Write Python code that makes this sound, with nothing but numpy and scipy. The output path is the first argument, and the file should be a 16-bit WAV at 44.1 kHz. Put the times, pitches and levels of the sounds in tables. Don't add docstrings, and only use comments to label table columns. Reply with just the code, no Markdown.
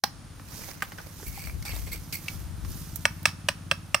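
import sys
import numpy as np
from scipy import signal
from scipy.io import wavfile
from scipy.ndimage import uniform_filter1d

SR = 44100
rng = np.random.default_rng(int(sys.argv[2]) if len(sys.argv) > 2 else 0)


def master(y):
    cut = np.clip(np.atleast_2d(y).T, -1, 1)
    pcm = np.round(cut * 32767)
    wavfile.write(sys.argv[1], SR, pcm.astype(np.int16))


N = 176400
T = np.arange(N) / SR
HIT_T = T[:8192]
LOW_CUT_HZ = 540

# f/Hz, level/dB
STONE_CONTACT = [(100, 9), (400, 0), (650, -9), (1700, -4), (2600, -9.5), (3800, -12), (4600, -7),
                 (5900, -11), (7000, -16.5), (10000, -16), (16000, -19)]
# f/Hz, left minus right/dB
CLOSE_PAN = [(200, 0), (2000, 3), (6000, -9), (14000, -12.5)]


def hammer(level_db=-14, note_t60=0.02, clack_t60=0.019, crumble_t60=0.17):
    # t/s, level/dB, low note/Hz, its level/dB, middle note/Hz, its level/dB, clack/Hz,
    # its level/dB, steel ring/dB, treble/dB, crack t60/s, grit/dB
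    blows = [(3.0537, -5.5, 1466, -8, 2250, -2, 2605, -2.5, -3.5, -4, 0.019, -23),
             (3.2555, -6.5, 960, -15, 1690, -7, 2640, 1.5, -1, 2, 0.0094, -9),
             (3.486, -8.5, 1000, -5, 2540, -3.5, 2860, -2, -3, 2, 0.019, -13.5),
             (3.7131, -6, 1213, -5, 3290, -10.5, 2630, -1.5, -9.5, -5, 0.019, -19.5),
             (3.9448, -5.5, 716, -7.5, 1245, -10.5, 2766, 0, -1.5, -2, 0.014, -24)]
    sett_modes = [(925, -14.5, 0.03), (1195, -15.5, 0.054), (1790, -14.5, 0.023), (2110, -18.5, 0.022),
                  (3120, -21, 0.0058)]
    seat_modes = [(598, -12.5, 0.022), (162, -19.5, 0.019)]
    head_modes = [(4080, -16, 0.038), (5070, -21, 0.063), (5574, -9.5, 0.018), (5800, -17, 0.017),
                  (7530, -15.5, 0.018), (8260, -7, 0.033), (9820, -24, 0.13), (12150, -28, 0.056),
                  (14900, -20, .03)]
    crack_spectrum = [(100, -41), (430, -22.5), (560, 6), (850, -3), (1600, 5.5), (2900, -1), (3400, 4),
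                      (3800, -6), (5600, 0), (6800, -13.5), (9500, -13.5), (12000, -23.5), (16000, -19)]
    crumble_spectrum = [(300, -32), (900, 3), (2600, 2), (3700, 2), (5500, 2), (6800, -7), (10000, -5),
                        (13000, -12), (16000, -15)]
    placement = [(100, 1), (700, 0), (1400, -2.5), (2300, -1), (5000, -6), (8000, -4.5), (15000, -6.5)]  # f/Hz, left minus right/dB
    out = np.zeros((2, N))
    for (s, db, low_hz, low_db, mid_hz, mid_db, clack_hz, clack_db,
         steel_db, treble_db, t60, grit_db) in blows:
        modes = [(low_hz, low_db, note_t60), (mid_hz, mid_db, clack_t60), (clack_hz, clack_db, clack_t60)]
        notes = ring(modes, apart=0.37)
        stone = ring(sett_modes, scatter=0.025) + notes + ring(seat_modes, apart=0.048)
        contact = brighten(crack(crack_spectrum, t60, spike=6, alike=.7, hold_s=0.0039), treble_db)
        steel = amp(steel_db) * ring(head_modes, scatter=0.0064)
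        crumble = amp(grit_db) * crumbs(crumble_spectrum, crumble_t60)
        add(out, s, amp(db + level_db) * (contact + stone + steel + crumble))
    return pan(out, placement)


def knocks(level_db=-14, note_t60=0.03, crumble_t60=0.12):
    # t/s, level/dB, low note/Hz, its level/dB, high note/Hz, its level/dB, treble/dB,
    # crack t60/s, bite/dB, grit/dB
    landings = [(0.038, -7.5, 820, -1.5, 1070, -4.5, -4, 0.014, 10.5, -14),
                (0.8223, -10, 1226, -8.5, 1550, -6.5, -7, 0.041, -5.5, -16.5)]
    bite_corners = [3800, 4000, 5700, 6800]
    thud_modes = [(207, -18, 0.031), (1590, -8, 0.0095)]
    sand_spectrum = [(300, -20), (1500, 2), (3000, 7.5), (6000, -6), (10000, -5), (14000, 0), (16000, -11)]
    out = np.zeros((2, N))
    for s, db, low_hz, low_db, high_hz, high_db, treble_db, t60, bite_db, grit_db in landings:
        notes = ring([(low_hz, low_db, note_t60), (high_hz, high_db, min(t60, note_t60))], apart=0.14)
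        contact = brighten(crack(STONE_CONTACT, t60, spike=6, alike=.6, hold_s=0.0039), treble_db)
        contact = colour(contact, list(zip(bite_corners, (0, bite_db, bite_db, 0))))
        thud = ring(thud_modes)
        sand = amp(grit_db) * crumbs(sand_spectrum, crumble_t60)
        add(out, s, amp(db + level_db) * (contact + low_cut(notes, order=2) + thud + sand))
    return out * amp([[-.7], [.7]])


def clicks(level_db=-14):
    # t/s, level/dB, note/Hz, its level/dB, treble/dB, t60/s
    hits = [(.397, -27, 1120, -15.5, -17, 0.031), (0.9204, -19.5, 1520, -21, -14.5, 0.029),
            (.984, -19.5, 1490, -13, -12.5, 0.086), (1.002, -22, 1030, -17, -23, 0.032),
            (1.199, -33, 870, -4, -19, 0.053), (1.228, -27, 390, -4, -11, 0.03),
            (1.376, -32.5, 800, 3.5, -14, 0.044), (1.472, -23, 2300, -7.5, -27, 0.024),
            (1.497, -28, 2340, -5, -9, 0.022), (1.625, -42.5, 2180, 7.5, 16, 0.03),
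            (1.652, -35, 815, 2, 15.5, 0.12), (2.126, -35.5, 2170, -2, 21, 0.085),
            (2.282, -33, 2275, 14, 13, 0.045), (2.284, -34, 2670, 15.5, -28, 0.013),
            (2.649, -30.5, 1159, -25, -2, .04)]
    out = np.zeros((2, N))
    for s, db, hz, note_db, treble_db, t60 in hits:
        contact = brighten(crack(STONE_CONTACT, t60, spike=3.6, alike=0.43), treble_db)
        add(out, s, amp(db + level_db) * (contact + ring([(hz, note_db, t60)])))
    return out * amp([[-.7], [.7]])


def gravel(wander_s=0.000244):
    # t/s, rise/s, hold/s, release/s, level/dB, steel ring/dB, treble/dB
    scrapes = [(1.255, 0.013, 0.016, 0.031, -43, -3, 7.5), (1.301, 0.078, 0.097, 0.088, -43.5, -2.5, -1.5),
               (1.648, 0.016, 0.046, 0.09, -36.5, -4, -10), (1.732, 0.013, 0.028, 0.14, -39, -30, -6),
               (1.862, 0.0077, 0.011, 0.046, -41, -6, -15), (1.916, 0.0075, 0.011, 0.052, -34, -3.5, -0.5),
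               (2.122, 0.0086, 0.024, 0.042, -39, 2.5, 6), (2.254, .01, 0.047, 0.15, -42.5, -19, -22)]
    chip_spectrum = [(200, 4.5), (750, 0), (1400, -3.5), (1850, -1), (2280, -1.5), (3100, -6), (4700, -6.5),
                     (7000, -4), (10000, -2.5), (12500, 2), (16000, 1.5)]
    blade_modes = [(2220, 0, 0.026), (2610, -6.5, 0.0061), (4520, -7, 0.019), (5900, -10, 0.0084),
                   (8200, -4.5, 0.021), (11900, -4.5, 0.0058)]
    shuffles = [(0.439, 0.12, 0.19, 0.028, -45), (0.736, 0.04, .27, 0.23, -52),
                (1.115, 0.025, 0.04, 0.093, -55)]
    bed_spectrum = [(150, 4), (700, 0.5), (2200, 0), (3400, -10), (6300, -2), (7500, -11), (16000, -6.5)]
    placement = [(100, -3), (700, -1.5), (1500, -5.5), (2500, -0.5), (5000, -11), (8000, -0.5), (15000, -7)]  # f/Hz, left minus right/dB
    grains = grit(per_s=4500, spread_db=3.5, clump_db=1.5, alike=.5)
    chips = steadied(patchy(colour(grains, chip_spectrum), patch_db=4))
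    steel = signal.fftconvolve(grains, ring(blade_modes), axes=1)[:, :N]
    steel = steadied(wandering(steel, wander_s))
    scraping = 0
    for *shape, db, ring_db, treble_db in scrapes:
        crunch = colour(chips, [(5000, 0), (12000, treble_db)])
        scraping += amp(db) * stroke(*shape) * (crunch + amp(ring_db) * steel)
    bed_grains = grit(per_s=4000, spread_db=2.5, clump_db=2.5, alike=0.17)
    bed = unit_rms(colour(patchy(bed_grains, patch_db=3.5), bed_spectrum))
    shuffling = bed * sum(amp(db) * stroke(*shape) for *shape, db in shuffles)
    return pan(scraping + shuffling, placement)


def rustle():
    spectrum = [(200, 17), (900, -3.5), (3000, 3), (6200, 8.5), (7500, 3.5), (11000, 4), (14500, 7.5),
                (16000, -9.5)]
    swells = [(0, -93), (.46, -57.5), (.56, -46), (.7, -47.5), (.77, -63), (.9, -58.5), (1.08, -55.5),
              (1.27, -46.5), (1.56, -58.5), (1.77, -48.5), (2.08, -54.5), (2.2, -49.5), (2.33, -47),
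              (2.45, -56), (2.54, -62), (2.63, -58), (2.7, -47), (2.8, -46.5), (2.91, -51), (3.03, -52),
              (3.2, -59.5), (3.4, -68), (4, -65)]
    grains = grit(per_s=20000, spread_db=2, clump_db=.8, alike=.7)
    fizz = unit_rms(colour(patchy(grains, patch_db=1.6), spectrum))
    return pan(fizz * amp(curve(swells)), CLOSE_PAN)


def snaps():
    hits = [(2.9588, -30.5, 0.036), (3.23, -46, 0.023)]  # t/s, level/dB, t60/s
    spectrum = [(500, -17), (3000, -19), (6000, -11), (10000, -9), (16000, -1.5)]
    out = np.zeros((2, N))
    for s, db, t60 in hits:
        add(out, s, amp(db) * crack(spectrum, t60, spike=2.6))
    return pan(out, CLOSE_PAN)


def engine(uneven_db=1.5, echo_s=0.01229, echo_db=-4):
    firing_rate = [(0, 17.7), (1, 17.3), (1.7, 17.5), (2.3, 18.1), (2.7, 17.1), (3.05, 17), (3.3, 18.1),
                   (4, 17.9)]
    puff_spectrum = [(20, -49.5), (52, -6.5), (70, -18), (88, 0), (106, 1.5), (128, -4), (168, -4),
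                     (195, -11.5), (218, -5), (245, -21.5), (295, -14), (370, -32.5), (700, -60.5)]
    swell = [(0, -134), (.04, -51), (1.2, -49), (2.1, -44.5), (2.8, -42), (3.3, -41), (4, -44)]
    cycles = np.cumsum(curve(firing_rate)) / SR - 1 / 3
    firings = np.diff(np.floor(cycles), prepend=-1) * amp(uneven_db * rng.standard_normal(N))
    puffs = colour(firings[None], puff_spectrum, size=16384)
    chug = puffs + amp(echo_db) * np.interp(T - echo_s, T, puffs[0])
    return unit_rms(chug) * amp(curve(swell)) * amp([[.7], [-.7]])


def air():
    spectrum = [(12, -46), (20, -45), (43, -6.5), (135, -13), (169, -16.5), (229, -18), (302, -17),
                (387, -28.5), (1420, -27.5), (2100, -34), (6530, -37), (7930, -41), (9370, -33),
                (15000, -60)]
    swell = [(0, -101), (.025, -96), (.04, -47.5), (1.5, -48.5), (2.6, -46), (4, -48)]
    placement = [(50, 3.5), (200, 0), (1000, -1.5), (15000, 1.5)]  # f/Hz, left minus right/dB
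    wash = unit_rms(colour(stereo_noise(N, alike=0.58), spectrum))
    return pan(wash, placement) * amp(curve(swell))


def gusts():
    puffs = [(0.636, 0.035, 0.034, 0.082, -51), (1.266, 0.019, 0.017, 0.13, -35.5),
             (1.393, 0.16, 0.016, 0.2, -33), (1.682, 0.051, 0.093, 0.33, -35),
             (2.304, 0.06, 0.2, 0.73, -39), (2.617, 0.033, 0.015, 0.13, -36)]
    spectrum = [(15, -45), (35, -23.5), (58, -1.5), (100, -13), (180, -27.5), (400, -43), (1200, -69)]
    eddies = colour(stereo_noise(N, alike=0.33), spectrum)
    eddies /= np.sqrt(uniform_filter1d(eddies ** 2, size=3000, axis=1) + 1e-12)
    return eddies * sum(amp(db) * stroke(*shape) for *shape, db in puffs) * amp([[3], [-6]])


def garden(x, near_db=-18, near_t60=0.19, far_db=-29, far_t60=1.0, delay_s=0.0035):
    echo_tone = [(100, -29), (650, -0.5), (1200, 6), (3000, -1.5), (5500, 4.5), (7000, -1), (8200, -6),
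                 (10000, -2), (16000, 8)]
    t = T[:SR // 2]
    onset = np.clip(t / delay_s - 1, 0, 1)
    echo = 0
    for db, t60 in ((near_db, near_t60), (far_db, far_t60)):
        tail = stereo_noise(len(t), alike=0.11) * onset * fade(t, t60)
        echo += amp(db) * tail / np.linalg.norm(tail[0])
    return x + signal.fftconvolve(x, colour(echo, echo_tone), axes=1)[:, :N]


def crack(spectrum, t60, spike, alike=0.37, hold_s=0):
    burst = stereo_noise(len(HIT_T), alike) * fade(np.maximum(HIT_T - hold_s, 0), t60)
    burst[:, 0] += spike
    return unit_hit(colour(low_cut(burst, order=4), spectrum))


def ring(modes, scatter=0, apart=0.3):
    out = 0
    for hz, db, t60 in modes:
        detune, left, right = rng.uniform(-0.46, 1, 3)
        phase = 2 * np.pi * hz * (1 + scatter * detune) * HIT_T + apart * np.pi * np.array([[left], [right]])
        mode = np.sin(phase) * fade(HIT_T, t60) * np.minimum(HIT_T * hz, 1)
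        out += amp(db) * rng.choice([-1, 1]) * unit_hit(mode)
    return out


def crumbs(spectrum, t60, per_s=4500):
    sizes = rng.exponential(1, len(HIT_T)) ** .5 * (rng.random(len(HIT_T)) < per_s / SR)
    return unit_hit(colour(stereo_noise(len(HIT_T), alike=1.0) * sizes * fade(HIT_T, t60), spectrum))


def grit(per_s, spread_db, clump_db, alike):
    sizes = amp(spread_db * np.minimum(rng.exponential(1, N), 4)) * (rng.random(N) < per_s / SR)
    clumps = amp(clump_db * drift(400, 200))
    return unit_rms(stereo_noise(N, alike) * sizes * clumps)


def patchy(x, patch_db, bins=7, frames=12):
    spectra = signal.stft(x, nperseg=256, noverlap=192)[2]
    field = rng.standard_normal(spectra.shape[1:])
    field = unit_rms(uniform_filter1d(uniform_filter1d(field, bins, 0), frames, 1))
    return unit_rms(signal.istft(spectra * amp(patch_db * field), nperseg=256, noverlap=192)[1][:, :N])


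def wandering(x, wander_s):
    warped = T + wander_s * drift(700, 700)
    return np.array([np.interp(warped, T, side) for side in x])


def steadied(x, size=900):
    return x / np.sqrt(abs(uniform_filter1d((x ** 2).mean(0), size)) + 1e-12)


def drift(first, second):
    return unit_rms(uniform_filter1d(uniform_filter1d(rng.standard_normal(N), first), second))


def stereo_noise(count, alike):
    a, b = rng.standard_normal((2, count))
    return np.array([a, alike * a + np.sqrt(1 - alike * alike) * b])


def colour(x, points, size=4096):
    hz, db = np.transpose(points)
    bin_hz = abs(np.fft.fftfreq(size, 1 / SR))
    log_gain = np.log(amp(np.interp(np.log(bin_hz + 1), np.log(hz + 1), db)))
    taps = np.fft.ifft(np.exp(np.conj(signal.hilbert(log_gain)))).real[:size // 2]
    return signal.fftconvolve(x, taps[None], axes=1)[:, :x.shape[1]]


def brighten(x, treble_db, from_hz=940, full_hz=4700):
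    return colour(x, [(from_hz, 0), (full_hz, treble_db)])


def low_cut(x, order):
    return signal.sosfilt(signal.butter(order, LOW_CUT_HZ, "high", fs=SR, output="sos"), x)


def pan(x, points):
    left = colour(x[:1], [(hz, db / 2) for hz, db in points])
    right = colour(x[1:], [(hz, -db / 2) for hz, db in points])
    return np.vstack([left, right])


def stroke(s, rise, hold, release):
    return np.clip((T - s) / rise, 0, 1) * 10 ** (-np.maximum(T - s - rise - hold, 0) / release)


def fade(t, t60):
    return np.exp(-np.log(1000) * t / t60)


def curve(points):
    return np.interp(T, *np.transpose(points))


def amp(db):
    return 10 ** (np.asarray(db) / 20)


def unit_rms(x):
    return x / np.sqrt(np.mean(x ** 2) + 1e-20)


def unit_hit(x):
    return unit_rms(x) * np.sqrt(SR / 100 / x.shape[-1])


def add(mix, s, sound):
    part = mix[:, round(s * SR):][:, :sound.shape[1]]
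    part += sound[:, :part.shape[1]]


def scene():
    work = hammer() + knocks() + clicks() + gravel()
    return garden(work) + rustle() + snaps() + engine() + air() + gusts()


def record(dry):
    rounded = dry / (1 + dry ** 6) ** (1 / 6)
    low_pass = signal.firwin(401, 15900, window=("kaiser", 8), fs=SR)
    return signal.oaconvolve(rounded, low_pass[None], "same")


dry = scene()
out = record(dry)
master(out)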